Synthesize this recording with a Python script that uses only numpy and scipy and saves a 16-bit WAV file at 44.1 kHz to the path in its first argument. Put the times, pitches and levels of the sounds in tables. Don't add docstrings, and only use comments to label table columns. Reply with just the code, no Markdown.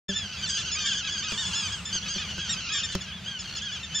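import sys
import numpy as np
from scipy import signal
from scipy.fft import rfft, irfft
from scipy.io import wavfile

SR = 44100
rng = np.random.default_rng(int(sys.argv[2]) if len(sys.argv) > 2 else 0)


def log_audio(samples):
    frames = np.atleast_2d(samples).T
    limited = np.clip(frames, -1, 1)
    pcm = np.round(limited * 32767).astype(np.int16)
    wavfile.write(sys.argv[1], SR, pcm)


N = 176400
T = np.arange(N) / SR

# start_s, length_s, top_pitch_hz, sag_share, relative_level_db, treble_db
NEAR_CALLS = [(0.069, 0.06, 1760, 0.2, -29.5, -10.5), (.122, 0.16, 1765, 0.17, -35, -10.5),
              (.158, 0.041, 1778, 0.13, -35, 0.5), (0.426, 0.05, 1553, 0.25, -32, -5.5),
              (0.471, 0.062, 1970, 0.11, -51, 10.5), (.486, 0.036, 1632, .08, -35, 4),
              (0.516, 0.088, 1629, 0.067, -33.5, -2.5), (0.559, 0.09, 2076, 0.3, -54, 8),
              (.655, .048, 1635, .06, -42, -1), (.713, .063, 1738, .13, -37.5, 5),
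              (0.783, 0.056, 1522, 0.058, -42, 4.5), (0.802, 0.06, 1747, 0.058, -39, -4),
              (0.846, 0.064, 1808, 0.13, -33.5, -5), (0.855, 0.097, 1650, .13, -29, -9.5),
              (0.891, .115, 1725, .17, -39, -0.5), (0.948, 0.087, 1584, .2, -34, -13),
              (1.029, 0.081, 1662, .12, -33.5, -16), (1.087, 0.09, 1696, 0.077, -36, -7.5),
              (1.175, 0.043, 1626, 0.18, -31.5, -4.5), (1.226, 0.032, 1822, 0.13, -36.5, -11),
              (1.28, 0.046, 1585, 0.31, -33.5, -7.5), (1.373, 0.08, 1845, 0.23, -32.5, -7),
              (1.45, .043, 1718, 0.072, -37, -2), (1.529, .155, 1715, .135, -32.5, -2.5),
              (1.695, .125, 1660, .26, -38, -22), (1.719, 0.041, 1657, 0.13, -32.5, -6),
              (1.851, 0.061, 1777, 0.09, -39.5, -1), (1.924, .072, 1606, .15, -32.5, -1.5),
              (2.022, 0.074, 1690, 0.038, -39.5, -18), (2.078, 0.11, 1626, .17, -38.5, 1),
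              (2.174, .068, 1782, 0.19, -37, -13), (2.28, .06, 1495, 0.123, -36, -12.5),
              (2.377, 0.11, 1643, 0.21, -35, -12.5), (2.49, 0.064, 1878, 0.23, -33, 0.5),
              (2.685, 0.14, 1674, 0.08, -32, -21), (2.72, 0.097, 1824, 0.096, -34.5, -1.5),
              (2.831, 0.038, 1813, 0.054, -31.5, -4), (2.919, 0.02, 2045, 0.088, -38, -3.5),
              (3.006, 0.025, 1734, .15, -35, -6), (3.066, .07, 1630, 0.19, -37.5, -36),
              (3.118, 0.093, 1730, 0.14, -41.5, -34), (3.244, 0.097, 1603, .11, -45.5, -1.5),
              (3.258, .13, 1633, 0.13, -34.5, -30), (3.388, 0.043, 1724, 0.2, -42.5, 3.5),
              (3.558, 0.041, 1712, 0.26, -36.5, -1.5), (3.611, 0.11, 1677, 0.18, -33.5, -16),
              (3.714, 0.073, 1716, 0.23, -33.5, -12.5), (3.828, 0.037, 1820, 0.093, -38, -8),
              (3.944, 0.068, 1783, 0.18, -33, 0)]


def near_birds():
    out = np.zeros((2, N))
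    for start_s, length_s, top_hz, sag, level_db, treble_db in NEAR_CALLS:
        note = bird_call(length_s, top_hz, sag, treble_db, hoarse=.1)
        add(out, start_s, from_db(level_db - 2.5) * note)
    return out


# frequency_hz, gain_db
THROAT = [(1400, -12), (1750, -9.5), (2300, -3), (3200, -0.5), (3700, 3.5), (4000, 2), (5100, 1), (7100, 2),
          (7900, -3.5), (9500, -20.5)]


def bird_call(length_s, top_hz, sag, treble_db, hoarse):
    t = np.arange(int(length_s * SR)) / SR
    rise_s = .042 * np.tanh(.4 * length_s / .042)
    rise_left = np.clip(1 - t / rise_s, 0, 1)
    fall_done = np.clip((t - rise_s) / (length_s - rise_s), 0, 1)
    scoop = 1.15 * length_s * rise_left ** 2.4
    pitch_hz = top_hz * (1 - scoop - sag * fall_done ** 1.8) * (1 + .0048 * wobble(t, 610))
    phase = 2 * np.pi * np.cumsum(pitch_hz) / SR + hoarse / 2 * wobble(t, 1200)
    voice, ears = 0, np.array([[.5], [-.5]])
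    for k in range(1, 6):
        is_treble = k > 2
        level_db = at_hz(THROAT, k * pitch_hz) + treble_db * is_treble - 13 * (k == 5)
        flicker_db = 3 * wobble(t, 141.7)
        pan = rms_one(from_db(rng.normal() * .75 * (is_treble - 1) * ears))
        lead_rad = .36 * is_treble * (1 + rng.normal() / 2)
        strength = from_db(level_db + flicker_db) * (1 + hoarse * wobble(t, 1000))
        voice = voice + pan * strength * np.sin(k * phase + lead_rad * ears)
    return np.sqrt(2) * voice * fade_in_out(t, length_s) * from_db(-2 * fall_done ** 2)


# start_s, length_s, pitch_hz, pulses_per_s, level_db
TRILLS = [(.27, .18, 1570, 105, -44), (1.09, .11, 1570, 70, -40), (3.42, .165, 1440, 62, -42)]
TRILL_HARMONICS = [-8, -2, 3.5, -7]


def trills():
    out, rasp = np.zeros((2, N)), noise(THROAT, side_db=-28)
    for start_s, length_s, pitch_hz, pulses_per_s, level_db in TRILLS:
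        t = np.arange(int(length_s * SR)) / SR
        phase = 2 * np.pi * np.cumsum(pitch_hz * (1 + .0287 * wobble(t, 1000))) / SR
        voice = sum(from_db(db) * np.sin(k * phase) for k, db in enumerate(TRILL_HARMONICS, 1))
        voice = voice + .32 * rasp[:, int(start_s * SR):][:, :len(t)]
        pulses = np.sin(np.pi * pulses_per_s * t + wobble(t, pulses_per_s) / 2) ** 4
        swell = fade_in_out(t, length_s) * from_db(9.5 * (t / length_s) ** 2)
        add(out, start_s, from_db(level_db) * rms_one(voice * pulses * swell))
    return out


def far_birds():
    out, calls_per_s = np.zeros((2, N)), 44
    for k in range(int(calls_per_s * N / SR)):
        delay, length, height, sag, softness = rng.random(5)
        top_hz = 1510 * (1 + .18 * (2 * height - 1))
        note = bird_call(.04 + .1 * length ** 2, top_hz, .079 + .2 * sag, treble_db=-9, hoarse=.2)
        add(out, (k + delay) / calls_per_s, from_db(-8 * softness) * note)
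    return from_db(-36) * rms_one(out)


# time_s, gain_db
FLOCK_LOUDNESS = [(.33, -6.5), (.64, 3), (.9, 1), (1.2, 2), (1.7, -0.5), (1.82, -17.5), (1.95, 0.5),
                  (2.45, -3.5), (2.75, 4), (3.2, -12), (3.7, -4)]


def flock_swell():
    return from_db(np.interp(T, *np.transpose(FLOCK_LOUDNESS)))


# frequency_hz, relative_level_db
BABBLE_COLOUR = [(300, 3), (800, -12), (1200, -2), (1600, -25.5), (2050, 2.5), (2600, -0.5), (3100, 15),
                 (3850, -26), (4500, 11), (5500, -14.5), (6500, 10), (7600, -35), (9500, -44)]


def shore_babble():
    return from_db(-43.5) * noise(BABBLE_COLOUR, side_db=-12.5)


def lake_echo(sound):
    t = T[:SR // 2]
    tail = rng.standard_normal((2, len(t))) * die_away(t, .12) * (t > .004)
    return from_db(-12) * signal.fftconvolve(sound, rms_one(tail) / np.sqrt(len(t)), axes=1)[:, :N]


# start_s, level_db, pitch_hz, click_db, ring_s
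KNOCKS = [(0.089, -26.5, 192.6, -5.5, 0.21), (1.321, -35.5, 212.4, 7, 0.16), (1.955, -38, 164, 5, .08),
          (2.159, -30, 184.8, -2.5, 0.1), (2.381, -33, 170, -1, .11), (2.952, -22.5, 185.7, 2.5, 0.1)]
# pitch_multiple, relative_level_db, ring_time_share
BODY_TONES = [(1.001, 0.5, 0.88), (2.052, -9.5, 0.83), (3.05, -10, 0.51)]
# frequency_hz, relative_level_db
CLICK_COLOUR = [(300, 7), (700, -5), (1300, -2), (2200, -8), (6500, -8), (9500, -33), (15000, -48)]


def camera_knocks():
    out, t = np.zeros((2, N)), T[:SR // 4]
    click = noise(CLICK_COLOUR, side_db=-10)[:, :len(t)] * die_away(t, .028)
    for start_s, level_db, pitch_hz, click_db, ring_s in KNOCKS:
        ring = sum(from_db(db) * die_away(t, share * ring_s) * np.sin(2 * np.pi * k * pitch_hz * t)
                   for k, db, share in BODY_TONES)
        thump = np.sqrt(2) * ring * np.clip(t / .0092, 0, 1)
        add(out, start_s, from_db(level_db) * (thump + from_db(click_db) * click))
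    return out


# frequency_hz, relative_level_db
WIND_COLOUR = [(20, -39), (60, -5), (80, -1), (125, -7.5), (200, -3.5), (270, -23.5), (800, -23.5),
               (3000, -17.5), (15000, -53)]


def wind():
    return from_db(-42 + 1.9 * wobble(T, 16)) * noise(WIND_COLOUR, side_db=-16.5)


# frequency_hz, relative_level_db
ZOOM_COLOUR = [(700, -48), (850, 4.5), (1330, 3.5), (1800, -13), (8100, 1.5), (8900, -17.5), (12000, -29)]


def zoom_motor():
    start_s, end_s = 1.29, 1.993
    running = fade_in_out(T - start_s, end_s - start_s, in_s=.0053, out_s=.36)
    return from_db(-43) * noise(ZOOM_COLOUR, side_db=-17.5) * running


def noise(colour, side_db):
    hz = np.arange(N // 2 + 1) * SR / N
    width = np.minimum(from_db(side_db) * (1 + (hz / 3030) ** 2), 1)
    spectrum = rfft(rng.standard_normal((2, N))) * from_db(at_hz(colour, hz))
    middle, side = irfft(spectrum * [np.ones_like(hz), width], N)
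    return rms_one(middle + side * [[1], [-1]])


def wobble(t, changes_per_s):
    return np.interp(t * changes_per_s, np.arange(256), rng.standard_normal(256))


def fade_in_out(t, length_s, in_s=.005, out_s=.012):
    return np.clip(t / in_s, 0, 1) * np.clip((length_s - t) / out_s, 0, 1)


def die_away(t, ring_s):
    return from_db(-60 * t / ring_s)


def from_db(db):
    return 10 ** (np.asarray(db) / 20)


def rms_one(sound):
    return sound / np.sqrt(np.mean(sound ** 2) + 1e-20)


def at_hz(colour, hz):
    row_hz, row_db = np.transpose(colour)
    return np.interp(np.log(hz + 1e-9), np.log(row_hz), row_db)


def add(out, start_s, sound):
    first = int(start_s * SR)
    sound = sound[:, :max(N - first, 0)]
    out[:, first:first + sound.shape[1]] += sound


def scene():
    swell = flock_swell()
    birds = near_birds() + trills() + swell * far_birds()
    background = swell * shore_babble() + wind()
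    return birds + lake_echo(birds) + background + camera_knocks() + zoom_motor()


def record(dry):
    silence_s, cutoff_hz = .083, 15700
    opened = dry * np.clip((T - silence_s) / .011, 0, 1)
    treble_cut = signal.ellip(10, .1, 80, cutoff_hz, fs=SR, output="sos")
    return signal.sosfilt(treble_cut, opened + 1e-18)


dry = scene()
out = record(dry)
log_audio(out)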